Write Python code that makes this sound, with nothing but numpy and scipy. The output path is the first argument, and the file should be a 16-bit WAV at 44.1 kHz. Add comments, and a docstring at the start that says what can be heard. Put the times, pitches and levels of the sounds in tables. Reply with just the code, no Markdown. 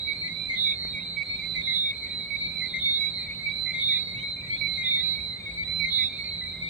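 """Tree frogs at night

Each frog sings two whistled notes: a short low "co", then a longer, arching high "qui".
Sixteen frogs call near by and many more far off, blurring into a faint wash; all are gliding tones.
A thin insect trill, the hiss of the air and a distant rumble are shaped noise; motors hum as steady tones.
Short whistles, low hoots, one small tap and two passing drones join in, heard by two close microphones."""
import sys
import numpy as np
from scipy import signal
from scipy.fft import rfft, irfft, next_fast_len
from scipy.io import wavfile
from scipy.ndimage import map_coordinates

SR = 44100
rng = np.random.default_rng(int(sys.argv[2]) if len(sys.argv) > 2 else 0)


def master(y):
    """Save y as 16-bit WAV."""
    cut = np.clip(np.atleast_2d(y).T, -1, 1)
    pcm = np.round(cut * 32767)  # scale
    wavfile.write(sys.argv[1], SR, pcm.astype(np.int16))


N = 295029  # length of the scene in samples
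SIDES = np.array([[.5], [-.5]])  # shares a left-right difference between left and right


def amp(db):
    """Turn decibels into a multiplier."""
    return 10 ** (np.asarray(db) / 20)


def unit(x):
    """Scale a sound to an rms of 1."""
    return x / np.sqrt(np.mean(x ** 2) + 1e-20)


def along(points, hz):
    """Read a curve of (Hz, value) points, joined by straight lines on a log frequency axis."""
    f, value = np.transpose(points)
    return np.interp(np.log(hz + 1), np.log(f + 1), value)


def wobble(rate, size=N):
    """A smooth random curve with `rate` random points a second."""
    knots = rng.standard_normal(int(size * rate / SR) + 4)
    coarse = np.arange(0, size, 64)
    smooth = map_coordinates(knots, [coarse * rate / SR])
    return np.interp(np.arange(size), coarse, smooth)


def flutter(rate, size):
    """A random zigzag with `rate` random points a second."""
    knots = rng.standard_normal(int(size * rate / SR) + 2)
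    return np.interp(np.arange(size) * rate / SR, np.arange(len(knots)), knots)


def filtered(x, response):
    """Make each frequency of a sound stronger or weaker, as `response` tells."""
    m = next_fast_len(N + SR // 2)
    spectrum = rfft(x, m) * response(np.fft.rfftfreq(m, 1 / SR))
    return irfft(spectrum, m)[..., :N]


def add(track, s, sound):
    """Mix a sound into the track at time s, dropping what falls outside."""
    start = round(s * SR)
    a, b = max(start, 0), min(start + sound.shape[-1], N)
    if b > a:
        track[:, a:b] += sound[..., a - start:b - start]


# How alike the noise is at the two microphones: (f/Hz, likeness from 0 to 1)
LIKENESS = [(150, 0.96), (300, .74), (550, 0.62), (1100, 0), (3000, 0.37)]


def rush(spectrum):
    """Stereo noise of rms 1: a shared part and an opposed part make it most alike in the bass."""
    def turn(hz):
        return np.arccos(np.clip(along(LIKENESS, hz), -1, 1)) / 2

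    def shape(hz):
        return amp(along(spectrum, hz)) * [np.cos(turn(hz)), np.sin(turn(hz))]

    mid, side = filtered(rng.standard_normal((2, N)), shape)
    return unit(np.array([mid + side, mid - side]))


def rasp(size, low_hz=3900, high_hz=4900):
    """A short stereo puff of noise from one band of pitches, rms 1."""
    m = next_fast_len(size)
    offset = (2 * np.fft.rfftfreq(m, 1 / SR) - low_hz - high_hz) / (high_hz - low_hz)
    spectrum = rfft(rng.standard_normal((2, m))) / (1 + offset ** 4)
    return unit(irfft(spectrum, m)[:, :size])


def leaves(x, t60=.07):
    """Foliage close by returns each call within a few hundredths of a second, so gliding notes beat."""
    t = np.arange(SR // 10) / SR
    tail = rng.standard_normal((2, len(t))) * amp(-60 * t / t60) * (t > .003)
    return signal.fftconvolve(x, tail / np.linalg.norm(tail[0]), axes=1)[:, :N]


def trees(x, t60):
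    """Trunks and leaves scatter a short diffuse tail, different at each microphone; t60 = s to fall 60 dB."""
    t = np.arange(SR // 2) / SR
    build_up = 1 - np.exp(-t / .024)
    tail = rng.standard_normal((2, len(t))) * amp(-60 * t / t60) * build_up
    return signal.fftconvolve(x.mean(0)[None], tail / np.linalg.norm(tail[0]), axes=1)[:, :N]


def whistle(pitch_hz, envelope, overtones, pan_db, lead_ms, jitter=.0008, shimmer_db=.7, flutter_db=4.5):
    """A vocal sac rings as a nearly pure tone with fluttering overtones; a lead puts one microphone first."""
    size = len(pitch_hz)
    hz = pitch_hz * (1 + jitter * flutter(150, size=size))
    lead_cycles = SIDES * hz * lead_ms / 1000
    phase = 2 * np.pi * (np.cumsum(hz) / SR + lead_cycles)
    tone = np.sin(phase)
    for multiple, db in overtones:
        strength = amp(db + flutter_db * flutter(170, size=size))
        tone = tone + strength * np.sin(round(multiple) * phase)
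    shimmer = amp(shimmer_db * flutter(94, size=size))
    return tone * envelope * amp(SIDES * pan_db) * shimmer


# Low-note overtones, before strain and voice change them: (multiple of the pitch, level/dB below the pitch)
LOW_OVERTONES = [(2, -28), (3, -34), (5, -49)]


def co(length, hz, db, pan_db, lead_ms, sag, flick, overtone_db, hook=.025, fade_db=3.5, attack=.0095,
       choke_db=17, strain_db=5, rasp_db=-32, vary=.45):
    """The low note starts abruptly, sags, hooks up and is choked off in an upward flick; each one varies."""
    flick_time, overrun = .013, .004  # s
    t = np.arange(int((length + overrun) * SR)) / SR
    u = np.minimum(t / length, 1)  # progress through the note, 0 to 1
    left = t[-1] - t
    closing = np.maximum(1 - left / flick_time, 0)  # climbs to 1 during the flick

    slack, force = 1 + vary * rng.uniform(-1, 1, 2)
    sagging = slack * sag * (1 - u) ** 2
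    pitch = hz * (1 + sagging + hook * u ** 5 + force * flick * closing ** 2)

    edges = np.clip(np.minimum(t / attack, left / .0015), 0, 1)
    gate = np.sin(np.pi / 2 * edges) ** 2
    envelope = gate * amp(db - fade_db * u - choke_db * closing ** 3)

    overtones = []
    for multiple, level in LOW_OVERTONES:
        # the octave gains on the others in the flick
        change = strain_db * closing if multiple < 3 else overtone_db - strain_db * closing
        overtones.append((multiple, level + change))
    tone = whistle(pitch, envelope, overtones, pan_db, lead_ms, jitter=.003, shimmer_db=1.7)
    rasp_level = amp(db + rasp_db + pan_db * SIDES) * np.sin(np.pi * closing)
    return tone + rasp_level * rasp(len(t))


# High-note overtones, before they flutter: (multiple of the pitch, level/dB below the pitch)
HIGH_OVERTONES = [(2, -46), (3, -58)]


def qui(length, hz, db, pan_db, lead_ms, scoop, droop, swell_db, roundness, sweep, edge=.008, sweep_db=-16):
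    """The high note sweeps up to pitch from far below, swells along an arch, droops and dies away."""
    sweep_time = .022  # s
    t = np.arange(int(length * SR)) / SR
    u = t / length  # progress through the note, 0 to 1
    opening = np.maximum(1 - t / sweep_time, 0)  # falls to 0 during the sweep
    arch = 1 - scoop * (1 - u) ** 4 - droop * u ** 5
    pitch = hz * (arch - rng.uniform(.85, 1.15) * sweep * opening ** 3)

    onset = (1 - np.exp(-t / edge)) ** 2
    body = np.sin(np.pi * u) ** roundness * onset * amp(swell_db * (u - .5))
    start = amp(sweep_db) * np.sqrt(opening)  # the tone is already there, weakly, during the sweep
    edges = np.clip(np.minimum(t / .003, (length - t) / .006), 0, 1)
    gate = np.maximum(body, start) * edges
    return whistle(pitch, amp(db) * gate, HIGH_OVERTONES, pan_db, lead_ms)


def far_frogs(count=170, co_hz=2200, qui_hz=4000, co_db=-46, qui_db=-42.5, pan_db=-3, echo_db=-5,
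              scoop=.03, droop=.018, flick=.08):
    """Many more frogs call at random; bigger ones sing both notes lower and hardly flick."""
    size_spread, level_spread_db = .033, 4
    low, high = np.zeros((2, N)), np.zeros((2, N))
    starts = (np.arange(count) + rng.random(count)) / count * (N / SR + .5) - .5  # s
    # smallness, loudness, side, pace and lilt each run from -1 to 1
    for s, (small, loud, side, pace, lilt) in zip(starts, rng.uniform(-1, 1, (count, 5))):
        scale = 1 + size_spread * (small + small ** 3)
        place = level_spread_db * loud, pan_db + 6 * side, .31 * side  # level dB, left-right dB, lead ms
        low_length, high_length = .052 + .018 * pace, .18 + .026 * pace  # s
        sag, sweep = .025 * (1 + lilt), .04 * (1 + lilt)
        add(low, s, co(low_length, co_hz * scale, *place, sag, flick * (1 + small) / 2, 0))
        high_note = qui(high_length, qui_hz * scale, *place, scoop, droop, 0, .6, sweep)
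        add(high, s + low_length, high_note)
    frogs = amp(co_db) * unit(low) + amp(qui_db) * unit(high)
    return frogs + amp(echo_db) * trees(frogs, t60=.6)


# Spectrum of calls blurred by distance: (f/Hz, relative level/dB per Hz)
FAR_CALL_SPECTRUM = [(1900, -44), (2050, -2), (2220, -5), (2400, -16), (2650, -31.5), (3300, -32),
                     (3680, -3.5), (3950, -9), (4250, -13), (4500, -7.5), (4850, -42)]


def farthest_frogs(db=-54, pan_db=-3, swell_db=2):
    """Deep in the trees the calls merge into a faint flickering noise around the two note pitches."""
    level = amp(db + swell_db * wobble(22) + pan_db * SIDES)
    return level * rush(FAR_CALL_SPECTRUM)


# Spectrum of the insect trill: (f/Hz, relative level/dB per Hz)
TRILL_SPECTRUM = [(7000, -24), (7550, -20), (7800, -6), (7915, 0), (8080, -17), (8165, 0.5), (8240, -5),
                  (8330, -24), (8800, -46)]


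def insects(db=-67.5, pan_db=-8, flutter_db=1.2):
    """A thin trill of many insects, off to the right: fluttering noise in a narrow high band."""
    level = amp(db + flutter_db * wobble(18) + pan_db * SIDES)
    return level * rush(TRILL_SPECTRUM)


# Steady tones of the motors: (f/Hz, rms level/dB before it wavers)
HUM_LINES = [(59, -66.5), (129, -60.5), (169, -52.5), (236, -62.5), (279, -64), (354, -67.5), (1070, -78)]
# Spectrum of the rumble under them: (f/Hz, relative level/dB per Hz)
RUMBLE_SPECTRUM = [(15, -56), (25, -27), (54, -1.5), (119, -2), (139, -8), (170, -1.5), (203, -4.5),
                   (230, -9.5), (312, -14), (347, -14), (563, -14), (805, -19), (1800, -24), (2340, -65),
                   (3960, -120)]


def machinery(waver_db=2, drift=.8, rumble_db=-48):
    """Distant motors: hum tones, wavering in level and drifting in phase (rad), over low rumbling noise."""
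    t = np.arange(N) / SR
    hum = np.zeros(N)
    for hz, db in HUM_LINES:
        level = amp(db + waver_db * wobble(6)) * np.sqrt(2)  # a sine peaks at root 2 times its rms
        hum += level * np.sin(2 * np.pi * hz * t + drift * wobble(7))
    return hum + amp(rumble_db) * rush(RUMBLE_SPECTRUM)


# Spectrum of the night air: (f/Hz, relative level/dB per Hz)
AIR_SPECTRUM = [(300, -29.5), (1000, -10), (1800, -16), (3000, 6), (4400, 0), (5200, -19), (5900, -15),
                (6500, -5), (7500, -12), (9500, -18), (12000, -13), (15500, -12.5)]


def night_air(db=-65.5):
    """The soft hiss of the night air, as steady shaped noise."""
    return amp(db) * rush(AIR_SPECTRUM)


# Each near frog's low note, by frog: (length/s, f/Hz, left-right level/dB, left lead/ms,
# typical opening sag and closing flick as shares of the pitch, upper overtones level/dB)
LOW_NOTES = {"deep": (.063, 2098, 10.5, .4, .016, .04, 2), "bright": (.064, 2178, -4.3, -.2, .047, .11, -3),
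             "sharp": (.066, 2225, -14, -.41, .04, .06, -18),
             "steady": (.07, 2238, 2.5, .25, .019, .11, -12),
             "deepest": (.066, 2040, -10.5, -.03, .018, .02, -1),
             "shrill": (.064, 2200, -.5, .05, .055, .16, -2),
             "middle": (.06, 2228, -3.5, .07, .022, .13, 0), "soft": (.058, 2110, 4, -.1, .012, .12, 3),
             "mellow": (.066, 2130, -3, -.06, .022, .08, 2), "level": (.058, 2198, 3.5, .06, .02, .12, -3),
             "slow": (.066, 1996, 0, -.04, .014, .02, -10), "thin": (.062, 2265, -3, 0, .04, .19, -5),
             "plain": (.065, 2250, -5, -.1, .025, .14, -3), "tiny": (.055, 2340, -9, -.1, .02, .17, -3),
             "large": (.066, 2030, -2, 0, .015, .03, 0), "piping": (.054, 2370, -5, -.1, .025, .19, -5)}
# Its high note, by frog: (delay after the call starts t/s, length/s, f/Hz, left-right level/dB, left lead/ms,
# opening scoop and closing droop as shares of the pitch, swell level/dB, roundness of the level arch 0-1,
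# typical entry sweep as share of the pitch)
HIGH_NOTES = {"deep": (.062, .192, 3673, -2.1, -.105, .03, .003, 1, .36, .13),
              "bright": (.064, .203, 3942, -15, -.13, .04, .022, 4, .7, .13),
              "sharp": (.07, .16, 4240, -7, -.3, .022, .026, 0, .7, .04),
              "steady": (.063, .222, 4028, -11.5, -.21, .052, .004, 5, .45, .24),
              "deepest": (.068, .17, 3700, -3.5, -.08, .02, .012, 0, .4, .09),
              "shrill": (.068, .21, 4330, -5, -.08, .05, .035, 1, .36, .08),
              "middle": (.06, .178, 4105, -3.5, -.06, .03, .03, 3, .6, .2),
              "soft": (.062, .185, 3845, -8.5, -.31, .03, .028, 0, .36, .18),
              "mellow": (.066, .198, 3865, -6, -.3, .028, .036, 0, .36, .17),
              "level": (.066, .196, 3975, -4, -.1, .022, .008, 1, .36, .13),
              "slow": (.072, .16, 3840, -7, -.2, .022, .02, 0, .36, .1),
              "thin": (.07, .195, 4370, -7.5, -.08, .052, .025, 0, .4, .1),
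              "plain": (.07, .165, 4108, -12, -.09, .012, .01, 0, .36, .1),
              "tiny": (.07, .18, 4408, -10, -.08, .012, .004, 0, .36, .06),
              "large": (.07, .14, 3520, -3, -.05, .025, .025, 0, .5, .06),
              "piping": (.07, .17, 4200, -7, -.1, .025, .02, 0, .36, .08)}
# When each frog calls, at its own pace: (t/s, low note level/dB, high note level/dB before a small lift,
# high note's distance from its usual pitch f/Hz)
FROG_CALLS = { "deep": [(.496, -29.5, -23.5, 5), (1.668, -29, -23, 0), (2.736, -27, -22, 0),
              (3.736, -28.5, -21.5, 0), (4.771, -28.5, -22.5, 0), (5.838, -27.5, -24, -5)],
              "bright": [(.482, -27, -28.5, -20), (1.553, -25, -28.5, -15), (2.853, -25.5, -28, -5),
              (3.779, -26.5, -28, 5), (4.906, -25, -27, 5), (5.82, -32, -26.5, 0)],
              "sharp": [(.068, -27, -34, -5), (1.165, -27.5, -34.5, 10), (2.3, -28.5, -36.5, 5),
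              (3.455, -27.5, -37.5, -25), (4.607, -25.5, -37, 0), (5.793, -27, -34, 5)],
              "steady": [(.212, -27.5, -35, -5), (1.293, -27.5, -33.5, -5), (2.404, -26, -34, -10),
              (3.428, -30, -32, 0), (4.496, -25, -31.5, 5), (5.57, -25, -30.5, 30), (6.616, -26, -42, 0)],
              "deepest": [(.53, -33, -40, 0), (1.545, -34.5, -33, 5), (2.614, -33, -37.5, -10),
              (3.655, -34.5, -40, 0), (4.832, -33.5, -42, 0), (5.978, -34.5, -37, 0)],
              "shrill": [(.66, -27.5, -33.5, 0), (1.849, -33, -43, -20), (3.005, -28, -39, -10),
              (3.88, -30.5, -36.5, 10), (4.945, -35, -35, -70), (5.981, -31.5, -44, 60)],
              "middle": [(.942, -31, -33.5, -90), (2.008, -34, -33.5, -40), (3.03, -33, -31, 20),
              (4.138, -32.5, -32, 0), (5.147, -33, -32.5, 10), (6.184, -33, -33.5, -30)],
              "soft": [(-.1, -40, -38, 0), (.82, -38, -36, -5), (2.02, -39, -37, 10), (3.02, -41, -39, -10),
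              (4.099, -38, -39, -45), (5.095, -41, -34.5, 65), (6.241, -38.5, -38, 75)],
              "mellow": [(.272, -35.5, -45, -50), (1.416, -35, -42, -70), (2.589, -33.5, -37.5, 5),
              (3.66, -33, -34, -10), (4.671, -34.5, -33, -15), (5.67, -42, -34.5, 20),
              (6.595, -43, -40, 0)], "level": [(-.12, -38, -31, 0), (.69, -36, -35.5, 10),
              (1.885, -31.5, -38, -20), (2.235, -39, -33.5, 20), (3.278, -34.5, -39, 0),
              (4.226, -32, -40, -25), (5.456, -32.5, -41, -40), (6.3, -37, -35, 5)],
              "slow": [(.235, -38.5, -43, -20), (1.687, -40.5, -36, 20), (2.728, -38, -44, 0),
              (3.912, -39.5, -44, 0), (4.964, -38.5, -43, 0), (6.405, -39.5, -41, -10)],
              "thin": [(-.06, -42, -48, 20), (1.388, -35, -47, 20), (2.545, -36, -46, 20),
              (2.73, -44, -37, -15), (3.255, -37, -44, -130), (3.695, -36, -46, 0), (4.41, -41, -42, -130),
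              (6.085, -43, -36.5, -60)], "plain": [(.36, -39, -44, 0), (.666, -40, -41, 0),
              (1.55, -42, -41, -20), (1.85, -42, -40, -30), (2.47, -35, -35, 0), (3.522, -37, -36, -10),
              (4.51, -39, -43, 25), (5.7, -35, -39, 0), (6.46, -41, -48, 0)], "tiny": [(.15, -47, -48, -20),
              (1.29, -44, -48, 0), (2.5, -42, -47, -10), (3.67, -45, -48, 0), (4.86, -43, -46, 0)],
              "large": [(.53, -44, -47, -30), (1.555, -44, -41.5, 15), (2.61, -44, -50, 0),
              (3.66, -44, -45, -25)], "piping": [(.955, -43, -42, 0), (2.095, -44, -41, 0),
              (3.19, -42, -42, 0), (3.95, -38, -45, 0), (4.362, -40, -43, 0), (4.81, -38, -44, 0),
              (5.035, -40, -42, 0), (6.12, -40, -40, 50), (6.24, -41, -44, 0)]}


def near_calls(qui_db=.4, detune=.002):
    """Each near frog repeats its own low and high note from its own perch."""
    frogs = np.zeros((2, N))
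    for frog, calls in FROG_CALLS.items():
        low_length, low_hz, *low_style = LOW_NOTES[frog]
        delay, high_length, high_hz, *high_style = HIGH_NOTES[frog]
        for s, low_db, high_db, off_hz in calls:
            tuning = 1 + detune * rng.standard_normal()
            add(frogs, s, co(low_length, low_hz * tuning, low_db, *low_style))
            high_note = qui(high_length, high_hz + off_hz, high_db + qui_db, *high_style)
            add(frogs, s + delay, high_note)
    return frogs


# Short rising whistles: (t/s, length/s, start f/Hz, end f/Hz, peak level/dB, octave level/dB below the tone)
RISING_WHISTLES = [(.07, .08, 3100, 3300, -60, -40), (.517, .03, 2650, 3550, -55, -30),
                   (1.012, .025, 2300, 2850, -52, -30), (1.063, .03, 2950, 3600, -57, -30),
                   (1.145, .075, 3120, 3320, -58, -40), (1.462, .016, 2600, 3750, -54, -30),
                   (1.962, .04, 3100, 3680, -53, -30), (3.342, .018, 2250, 3100, -52, -28),
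                   (4.15, .1, 2300, 3230, -50, -19), (4.497, .115, 3080, 3490, -43.5, -40),
                   (4.686, .032, 2400, 3550, -53, -30), (5.984, .11, 2310, 2590, -48.5, -9.5),
                   (6.31, .06, 3150, 3330, -57, -40), (6.66, .045, 3200, 3850, -44, -30)]


def rising_whistles():
    """Brief tones glide upward, fast at first, swelling and fading as they go."""
    track = np.zeros((2, N))
    for s, length, start_hz, end_hz, db, overtone_db in RISING_WHISTLES:
        u = np.linspace(0, 1, int(length * SR), endpoint=False)
        pitch = end_hz + (start_hz - end_hz) * (1 - u) ** 2
        envelope = amp(db) * np.sin(np.pi * u)
        add(track, s, whistle(pitch, envelope, [(2, overtone_db)], 0, 0))
    return track


# A distant caller's hoots: (t/s, level/dB)
HOOT_TIMES = [(.78, -56), (2.058, -55), (3.165, -56), (4.42, -55), (5.582, -55)]
# Its one note: (length/s, f/Hz, left-right level/dB, left lead/ms,
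# typical sag and flick as shares of the pitch, upper overtones level/dB)
HOOT_NOTE = (.155, 1945, -2.5, 0, .004, 0, -10)


def hoots():
    """A distant caller holds one long, low, almost even note."""
    track = np.zeros((2, N))
    length, hz, *style = HOOT_NOTE
    for s, db in HOOT_TIMES:
        add(track, s, co(length, hz, db, *style, hook=.005))
    return track


def calls_among_leaves(leaves_db=-20, echo_db=-18):
    """Near calls, whistles and hoots, almost dry, with faint echoes from foliage and trees."""
    calls = near_calls() + rising_whistles() + hoots()
    return calls + amp(leaves_db) * leaves(calls) + amp(echo_db) * trees(calls, t60=.5)


def tap(s=.8517, db=-26, thump_hz=130, decay=.0011, click_db=-37):
    """One small tap near the microphones: a dull click of noise and a short, dying low thump."""
    t = np.arange(SR // 20) / SR
    track = np.zeros((2, N))
    fade = np.exp(-t / decay) * (1 - np.exp(-t / .0001))
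    thump = amp(db) * np.cos(2 * np.pi * thump_hz * t) * fade
    click = amp(click_db) * rng.standard_normal((2, len(t))) * np.exp(-t / .0006)
    dull_click = signal.lfilter(*signal.butter(1, 2000, fs=SR), click)
    add(track, s, thump + dull_click)
    return track


# Passing drones: (loudest t/s, span/s from there to 1/e of the loudness, f/Hz, width f/Hz,
# rms level/dB at the loudest)
DRONE_SWELLS = [(4.353, 0.83, 126.7, 12, -51.5), (5.802, 1, 79.2, 25, -52)]


def drones():
    """Narrow bands of low noise swell and fade in the distance."""
    t = np.arange(N) / SR
    track = np.zeros(N)
    for s, span, hz, width, db in DRONE_SWELLS:
        noise = rng.standard_normal(N)
        band = unit(filtered(noise, lambda f: np.exp(-((f - hz) / width) ** 2)))
        track += amp(db) * np.exp(-((t - s) / span) ** 2) * band
    return track


def scene():
    """Frogs, insects and machinery over the soft hiss of the night air."""
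    chorus = far_frogs() + farthest_frogs() + calls_among_leaves()
    return chorus + insects() + machinery() + night_air() + tap() + drones()


def record(dry, top_hz=15800):
    """The recorder keeps nothing above its band limit."""
    return filtered(dry, lambda hz: hz < top_hz)


dry = scene()
out = record(dry)
master(out)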